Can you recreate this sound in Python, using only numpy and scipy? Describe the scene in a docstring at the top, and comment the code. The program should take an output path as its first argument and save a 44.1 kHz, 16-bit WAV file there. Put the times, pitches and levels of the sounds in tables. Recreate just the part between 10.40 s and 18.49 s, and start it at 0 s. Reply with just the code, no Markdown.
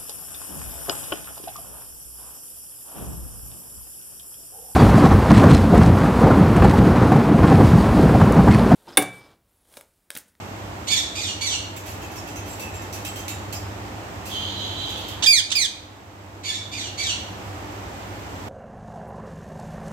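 """A young parakeet close by screeches twice, and the recorder's gain ducks and creeps back.
A bird across the hard-walled room gives the same harsh three-note phrase twice.
Chicks beg and peep, beaks tick and set cage wires ringing, and a fan hums and rushes behind.
The birds' calls are stacks of harmonics coloured by a throat; ticks and air are filtered noise;
the peeps, the wires and the hum are sine waves."""
import sys
import numpy as np
from scipy import signal
from scipy.fft import rfft, irfft, next_fast_len
from scipy.io import wavfile
from scipy.ndimage import uniform_filter1d, minimum_filter1d, map_coordinates

SR = 44100
rng = np.random.default_rng(int(sys.argv[2]) if len(sys.argv) > 2 else 0)


def dump(signal):
    """Clip the signal to [-1, 1] and save it as 16-bit WAV at the path in sys.argv[1]."""
    limited = np.clip(np.atleast_2d(signal).T, -1, 1)
    pcm = np.round(limited * 32767).astype(np.int16)
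    wavfile.write(sys.argv[1], SR, pcm)


N = 356636  # length of the scene in samples

# In all tables, levels are those before the room is added.
# The close bird's screeches: start_s, hold_s, fall_s, held_pitch_hz, end_pitch_hz, level_db,
# fade_over_fall_db, held_rasp (0-1)
SCREECHES = [(4.869, .047, .092, 2403, 1417, -2, 11.5, 0.05),
             (5.152, .012, .104, 2448, 1455, -7, 9.5, 0.16)]
# Quick flicks that lead into them: start_s, length_s, start_pitch_hz, end_pitch_hz, level_db, rasp (0-1)
LEAD_IN_FLICKS = [(4.822, 0.04, 827, 2475, -18, 0.66), (4.859, 0.012, 1900, 1565, -7.5, .1),
                  (5.101, 0.013, 1310, 1300, -22.5, 0.65), (5.114, 0.02, 963, 2296, -10.5, 0.4)]
# How the close bird shapes a note, clear and abrupt: named settings of held_note
CLOSE_MANNER = dict(ease=.75, scoop=0, onset_rasp=.05, settle_s=0.0055, fall_rasp=0.17, attack_s=0.0027, release_s=.008, flutter_db=1.85)
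# What the close bird's throat lets through: frequency_hz, relative_level_db
CLOSE_THROAT = [(700, -1.5), (1500, -15.5), (2400, -6), (3300, 4.5), (4800, -2.5), (5400, -8), (6200, 0),
                (7300, -8.5), (8500, -8), (9700, -23), (11000, -19.5), (12200, -19.5), (13200, -41),
                (15000, -19)]


def near_bird():
    """Each screech starts with quick flicks, holds a clear note and slides down ever faster."""
    out = np.zeros((2, N))
    notes = [(start_s, held_note(*shape, **CLOSE_MANNER)) for start_s, *shape in SCREECHES]
    flicks = [(start_s, flick(*shape)) for start_s, *shape in LEAD_IN_FLICKS]
    for start_s, gesture in notes + flicks:
        note = call(gesture, CLOSE_THROAT, jitter=0.096, breath=0.22, split_db=-22, odd_db=-9.5)
        add(out, start_s, room(note, direct_db=-1.5, wet_db=-2.0, right_db=11.0, lag_s=0.00022, early=2.7))
    return out


# When the phrase is heard: start_s, level_change_db, growth_per_note_db, brightness_db_per_octave
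PHRASE_REPEATS = [(.467, 1, -0.45, 1.1), (6.031, -1.5, 1.5, -1)]
# The three notes: start_in_phrase_s, hold_s, fall_s, held_pitch_hz, end_pitch_hz, level_db,
# fade_over_fall_db, held_rasp (0-1); each repeat then shifts the levels
PHRASE_NOTES = [(.001, .086, .060, 2285, 1677, -21.5, 3, .58),
                (.282, .050, .125, 2442, 1383, -24.5, 4, 0.43),
                (.541, .042, .122, 2315, 1350, -21, 5.5, 0.28)]
# The yelp that the first note cracks into: start_in_phrase_s, length_s, start_pitch_hz, end_pitch_hz
YELP = (.047, .036, 1830, 1660)
# How the far bird shapes a note, hoarse and scooping up: named settings of held_note
HOARSE_MANNER = dict(ease=1.8, scoop=.07, onset_rasp=.6, settle_s=.016, fall_rasp=.45, attack_s=0.016, release_s=0.025, flutter_db=2)
# What the far bird's throat lets through, before each repeat's brightness: frequency_hz, relative_level_db
HOARSE_THROAT = [(1000, -24), (1750, -11.5), (2300, -4), (2800, 5), (3080, 2.5), (3450, 7), (4600, -1.5),
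                 (5300, -6.5), (6000, 4), (6900, -3), (7600, -2.5), (8800, -11.5), (9700, -28),
                 (11800, -15.5), (15500, -48)]


def far_bird():
    """Three harsh notes that scoop up, hold and fall, heard mostly by way of the walls."""
    out = np.zeros((2, N))
    for start_s, change_db, growth_db, bright_db in PHRASE_REPEATS:
        throat = [(hz, level_db + bright_db * np.log2(hz / 3500)) for hz, level_db in HOARSE_THROAT]
        notes = []
        for k, (note_s, *shape) in enumerate(PHRASE_NOTES):
            notes.append((note_s, change_db + k * growth_db, held_note(*shape, **HOARSE_MANNER)))
        yelp_s, *glide = YELP
        notes.append((yelp_s, change_db, flick(*glide, db=-16, rasp=0.19)))
        for note_s, note_db, gesture in notes:
            note = call(gesture, throat, jitter=0.0586, breath=0.46, split_db=-10.5, odd_db=-6.0)
            note = amp(note_db) * note
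            heard = room(note, direct_db=-4.5, wet_db=-1.5, right_db=8.0, lag_s=0.0004, early=0.5)
            add(out, start_s + note_s, heard)
    return out


# A begging rasp, one voice from each side of the syrinx (a bird's voice box): time_s, relative_effort_db
LOW_VOICE = [(3.89, -43), (3.906, -38), (3.948, -31.5), (4.18, -38), (4.21, -34), (4.358, -38.5),
             (4.464, -34), (4.728, -42), (4.8, -49.5)]
HIGH_VOICE = [(3.93, -41), (4.042, -46), (4.048, -51), (4.2, -37), (4.34, -46.5), (4.392, -32.5),
              (4.53, -45)]
# What a chick's throat lets through: frequency_hz, relative_level_db
SMALL_THROAT = [(2000, -20), (2750, -12), (3150, 3), (4000, -4.5), (4700, -10.5), (5400, -21.5),
                (6600, -12), (7500, -25), (10000, -40), (11900, -24), (13000, -52)]
# Faint peeps: start_s, length_s, start_pitch_hz, end_pitch_hz, level_db
FAINT_PEEPS = [(1.625, .05, 2640, 2500, -43), (1.748, .07, 5660, 5330, -42), (1.76, .06, 6700, 6650, -45),
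               (1.856, .07, 7160, 7700, -48), (1.954, .04, 6140, 5950, -44),
               (1.957, 0.057, 2630, 2540, -41.5), (2.068, 0.089, 7500, 7600, -42),
               (2.20, 0.055, 6000, 5750, -45), (2.21, .08, 2600, 2500, -40),
               (2.381, 0.048, 1860, 1700, -40), (2.516, 0.047, 5440, 5950, -41),
               (2.656, 0.062, 7400, 7900, -38), (2.76, 0.064, 6260, 6500, -44),
               (2.89, .05, 7400, 7150, -38), (3.129, 0.051, 5155, 4970, -35)]


def chicks():
    """A long two-voiced begging rasp, and thin gliding peeps."""
    out = np.zeros(N)
    low = beg(LOW_VOICE, start_hz=3210, sag_hz_per_s=100, db=-0.5, rasp=0.443, clearing_per_db=0.13)
    high = beg(HIGH_VOICE, start_hz=4100, sag_hz_per_s=280, db=-0.5, rasp=0.15, clearing_per_db=0)
    add(out, LOW_VOICE[0][0], call(low, SMALL_THROAT, jitter=0.0595, breath=0.74, split_db=-6))
    add(out, HIGH_VOICE[0][0], call(high, SMALL_THROAT, jitter=0.09, breath=0.56, split_db=-16))
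    for start_s, length_s, start_hz, end_hz, db in FAINT_PEEPS:
        n = int(length_s * SR)
        pitch = np.linspace(start_hz, end_hz, n) * (1 + 0.013 * wobble(595, n))
        peep = np.sin(2 * np.pi * np.cumsum(pitch) / SR)
        add(out, start_s, amp(db) * np.hanning(n) * peep)
    return room(out, direct_db=-7.5, wet_db=0.5, right_db=18.5, lag_s=0.0003)[:, :N]


# Beaks ticking in the cage: start_s, level_db, scrape_decay_s
BEAK_TICKS = [(1.362, -30.5, 0.0099), (1.458, -37, 0.048), (1.617, -42, 0.024), (1.714, -40, 0.012),
              (1.757, -39.5, 0.017), (1.87, -41.5, 0.026), (1.957, -36, 0.014), (2.056, -44, 0.14),
              (2.195, -34, 0.022), (2.339, -41.5, 0.024), (2.415, -42, 0.017), (2.526, -34.5, 0.029),
              (2.648, -27, 0.014), (2.757, -36, .02), (2.79, -42, .015), (2.88, -25.5, 0.01),
              (3.125, -33.5, 0.018), (3.853, -37, 0.059), (4.491, -38, 0.016), (4.571, -40, 0.025),
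              (4.68, -37.5, 0.018)]
# Colour of the scrape: frequency_hz, relative_level_db
SCRAPE_COLOUR = [(1200, -33), (2200, 5), (2650, 7), (3100, 0), (5000, 3.5), (7600, 4), (9200, -5),
                 (12000, 4), (16000, -6)]
# Cage wires, varied a little from tick to tick: pitch_hz, relative_level_db, time_to_fall_60_db_s
CAGE_WIRES = [(2610, -6, 0.19), (2645, -1, 0.15), (3120, -2, 0.1), (3740, -8, 0.23), (5960, -14, .2),
              (6030, -9.5, 0.203), (6600, -9, 0.18), (7400, -4.5, 0.22), (7800, -11, 0.22),
              (12200, -22.5, .12)]


def beaks():
    """Each tick is a brief gritty scrape that sets the wires ringing and wakes the room."""
    out = np.zeros((2, N))
    t = np.arange(SR // 4) / SR
    for start_s, db, decay_s in BEAK_TICKS:
        grit = noise(SCRAPE_COLOUR, len(t)) * amp(3.1 * wobble(600, len(t))) * np.exp(-t / decay_s)
        ring = np.zeros(len(t))
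        for hz, level_db, t60 in CAGE_WIRES:
            decay = amp(level_db + rng.normal(0, 5.8) - 60 * t / t60)
            ring += decay * np.sin(2 * np.pi * hz * rng.normal(1, 0.0143) * t)
        # hard ticks add mostly crack: in dB, the ring grows only half as fast
        tick = amp(db) * grit + amp(db / 2 - 27.0) * ring
        tick *= 1 - np.exp(-t / 0.00048)  # soften the very start
        add(out, start_s, room(tick, direct_db=-5, wet_db=1, right_db=7.5, lag_s=0.0005))
    return out


# Fan motor tones, before swell and wobble: pitch_hz, level_db
MOTOR_HUM = [(100, -38.5), (199.6, -50.5), (299.8, -48)]
# The hum drifts as the microphone moves through the room: time_s, level_change_db
HUM_DRIFT = [(0, 1.5), (1.2, -1), (1.7, -5.5), (2.6, 0.5), (4.4, 0), (5.3, 0.5), (6.7, 1.5), (7.3, -1.5),
             (8.1, -6)]
# Colour of the fan's rush: frequency_hz, relative_level_db
AIR_RUSH = [(15, -82.5), (25, -45), (32, -39), (49, -11), (92, -1.5), (110, -5.5), (128, -12.5),
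            (198, -11.5), (243, -12.5), (297, -8), (437, -14), (470, -14), (830, -11), (1460, -19),
            (2000, -27.5), (2600, -35), (4400, -120)]
# Colour of a brighter hiss: frequency_hz, relative_level_db
BRIGHT_HISS = [(880, -20), (1500, -7.5), (1780, -1.5), (2880, -4.5), (3730, -9), (4160, -11), (7920, -14),
               (9370, -26), (13100, -17), (16000, -29)]
# How alike the noise is on left and right: frequency_hz, likeness (1 is identical, 0 unrelated)
LEFT_RIGHT_LIKENESS = [(30, 0.51), (80, 0.95), (150, 0.95), (280, 0.81), (550, 0.52), (1100, -0.13),
                       (2500, -0.076)]
# Balance of hum and noise, mostly leaning right: frequency_hz, left_minus_right_db
LEFT_RIGHT_LEAN = [(60, -0.5), (110, -2.5), (200, -0.5), (380, -0.5), (700, -1.0), (1290, -1.0),
                   (2380, -1.5), (4400, -5.5), (8120, -8.5), (15000, 4)]


def fan():
    """Motor hum is a few wavering sines; rushing air is noise, most alike left and right in the bass."""
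    t = np.arange(N) / SR
    drift_s, drift_db = np.transpose(HUM_DRIFT)
    swell_db = np.interp(t, drift_s, drift_db)
    hum = np.zeros(N)
    for hz, db in MOTOR_HUM:
        level = amp(db + swell_db + 2.44 * wobble(4.4, N))
        hum += level * np.sin(2 * np.pi * hz * t + 0.27 * wobble(5, N))

    def angle(hz):
        """Mixing angle between the shared and opposed noise that gives the wanted likeness."""
        return np.arccos(np.clip(along(LEFT_RIGHT_LIKENESS, hz), -1, 1)) / 2

    shared, opposed = [amp(-35.5) * noise(AIR_RUSH, N) + amp(-44.0) * noise(BRIGHT_HISS, N)
                       for _ in range(2)]
    shared = filtered(shared, lambda hz: np.cos(angle(hz))) + hum
    opposed = filtered(opposed, lambda hz: np.sin(angle(hz)))
    stereo = np.array([shared + opposed, shared - opposed])
    return filtered(stereo, lambda hz: amp(np.outer([0.5, -0.5], along(LEFT_RIGHT_LEAN, hz))))


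# How long the echo lasts: frequency_hz, time_to_fall_60_db_s
ECHO_TIME = [(300, 0.37), (3200, 0.64), (5000, 0.54), (7500, 0.5), (14000, 0.35)]


def room(x, direct_db, wet_db, right_db, lag_s, early=0.86):
    """Direct sound, louder on the right but earlier on the left, plus cage, floor and wall echoes."""
    hz, t, z = signal.stft(rng.standard_normal((2, int(0.7 * SR))), SR, nperseg=256)
    decay = amp(-60 * t / along(ECHO_TIME, hz)[:, None])
    # cage and floor answer early, the walls with a diffuse tail
    swell = (1 - np.exp(-t / 0.0014)) * (1 + early * np.exp(-t / 0.021))
    tail = signal.istft(z * decay * swell, SR, nperseg=256)[1]
    tail /= np.linalg.norm(tail[0])
    out = amp(wet_db) * signal.fftconvolve(x[None], tail, axes=1) * amp([[-1.2], [1.2]])
    add(out[0], 0, amp(direct_db - right_db / 2) * x)
    add(out[1], lag_s, amp(direct_db + right_db / 2) * x)
    return out


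def call(gesture, throat, jitter, breath, split_db, odd_db=-6):
    """One note: syrinx harmonics through the throat; rasp shakes the pitch and adds turbulence."""
    pitch, size, rasp = gesture
    n = len(pitch)
    tension = np.clip((pitch - 2000) / 400, 0, 1)
    pitch = pitch * (1 + jitter * rasp * (wobble(1100, n) + 0.285 * wobble(120, n)))
    phase = 2 * np.pi * np.cumsum(pitch) / SR
    voice = np.zeros(n)
    for k in np.arange(2, 16) / 2:  # multiples 1, 1.5, 2 ... 7.5 of the pitch
        if k % 1:  # under tension alternate cycles differ: lines halfway between the harmonics
            weight = amp(split_db) * tension
        elif k > 1 and k % 2:  # under tension odd overtones weaken
            weight = amp(odd_db * tension)
        else:
            weight = 1
        audible = k * pitch < SR / 2
        voice += weight * gain(throat, k * pitch) * audible * np.sin(k * phase)
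    voice = unit(voice) * (1 + 0.5 * rasp * wobble(502, n))
    share = np.clip(breath * rasp ** 2, 0, 1)  # part of the power that is breath noise
    return size * (np.sqrt(1 - share) * voice + np.sqrt(share) * noise(throat, n))


def held_note(hold_s, fall_s, top_hz, end_hz, db, fade_db, rasp, ease, scoop, onset_rasp, settle_s,
              fall_rasp, attack_s, release_s, flutter_db):
    """Pitch, size and rasp of a note that starts rough, settles, holds, then slides down and weakens."""
    t = np.arange(0, hold_s + fall_s, 1 / SR)
    # 0 while held, 1 at the end; with ease under 1 the slide speeds up, over 1 it levels off
    fall = 1 - np.clip(1 - (t - hold_s) / fall_s, 1e-6, 1) ** ease
    onset = np.exp(-t / settle_s)
    pitch = (top_hz + (end_hz - top_hz) * fall) * (1 - scoop * onset)  # scoop: starts under pitch
    level_db = db - fade_db * fall ** 0.45 + flutter_db * wobble(94.4, len(t))
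    size = amp(level_db) * gate(t, attack_s, release_s)
    return pitch, size, np.clip(rasp + (fall_rasp - rasp) * fall + onset_rasp * onset, 0, 1)


def flick(length_s, start_hz, end_hz, db, rasp):
    """Pitch, size and rasp of a quick glide that swells and dies."""
    n = int(length_s * SR)
    return np.linspace(start_hz, end_hz, n), amp(db) * np.sin(np.linspace(0, np.pi, n)), rasp


def beg(effort, start_hz, sag_hz_per_s, db, rasp, clearing_per_db, wander=0.00816):
    """Pitch, size and rasp of a long sagging note; clearing_per_db adds rasp where effort drops."""
    effort_s, effort_db = np.transpose(effort)
    t = np.arange(0, effort_s[-1] - effort_s[0], 1 / SR)
    effort_db = np.interp(t + effort_s[0], effort_s, effort_db)
    pitch = (start_hz - sag_hz_per_s * t) * (1 + wander * wobble(14, len(t)))
    size = amp(effort_db + db) * gate(t, attack_s=0.024, release_s=0.05)
    return pitch, size, np.clip(rasp + clearing_per_db * (effort_db.max() - effort_db), 0, 1)


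def gate(t, attack_s, release_s):
    """Smooth rise at the start and fall at the end of the times t."""
    rise = np.sin(np.pi / 2 * np.clip(t / attack_s, 0, 1))
    return rise * np.sin(np.pi / 2 * np.clip((t[-1] - t) / release_s, 0, 1))


def amp(db):
    """Amplitude factor of a level in dB."""
    return 10 ** (np.asarray(db) / 20)


def unit(x):
    """x scaled to an rms of 1."""
    return x / np.sqrt(np.mean(x ** 2) + 1e-20)


def along(points, hz):
    """Read a (frequency_hz, value) table at hz, on a log frequency axis."""
    f, v = np.transpose(points)
    return np.interp(np.log(np.abs(hz) + 1), np.log(f + 1), v)


def gain(spectrum, hz):
    """Gain of a (frequency_hz, level_db) table that falls away below its first point."""
    return amp(along(spectrum, hz)) * np.minimum(hz / spectrum[0][0], 1) ** 2


def wobble(rate, n):
    """A smooth random curve of n samples, with rate random points a second."""
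    return map_coordinates(rng.standard_normal(int(n * rate / SR) + 4), [np.arange(n) * rate / SR])


def filtered(x, response):
    """x with each frequency scaled by response(hz)."""
    n = x.shape[-1]
    m = next_fast_len(n + 8192)
    return irfft(rfft(x, m) * response(np.fft.rfftfreq(m, 1 / SR)), m)[..., :n]


def noise(spectrum, n):
    """Coloured noise of rms 1."""
    return unit(filtered(rng.standard_normal(n), lambda hz: gain(spectrum, hz)))


def add(track, start_s, x):
    """Mix x into the track at start_s, cutting what runs past the end."""
    part = track[..., round(start_s * SR):][..., :x.shape[-1]]
    part += x[..., :part.shape[-1]]


def scene():
    """All the birds, the ticking cage and the fan together."""
    return near_bird() + far_bird() + chicks() + beaks() + fan()


def gain_control(x, threshold_db, slope, range_db, hold_s, release_db):
    """Loud sound pulls the gain down at once; after a hold it creeps back by release_db a second."""
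    power = uniform_filter1d(np.mean(x ** 2, axis=0), size=700)
    level_db = 10 * np.log10(np.abs(power) + 1e-12)
    wanted_db = np.clip(slope * (threshold_db - level_db), -range_db, 0)
    half = int(hold_s * SR / 2)
    # the lowest gain wanted during the past hold_s
    held_db = minimum_filter1d(wanted_db, 2 * half + 1, origin=half, mode="nearest")
    creep = release_db * np.arange(N) / SR
    return x * amp(np.minimum.accumulate(held_db - creep) + creep)


def record(dry):
    """Gain control, soft clipping at full scale and the band limit."""
    held = gain_control(dry, threshold_db=-17.5, slope=0.54, range_db=10.0, hold_s=0.83, release_db=6.5)
    rounded = held / (1 + held ** 8) ** (1 / 8)
    return filtered(rounded, lambda hz: hz < 15900)


dry = scene()
out = record(dry)
dump(out)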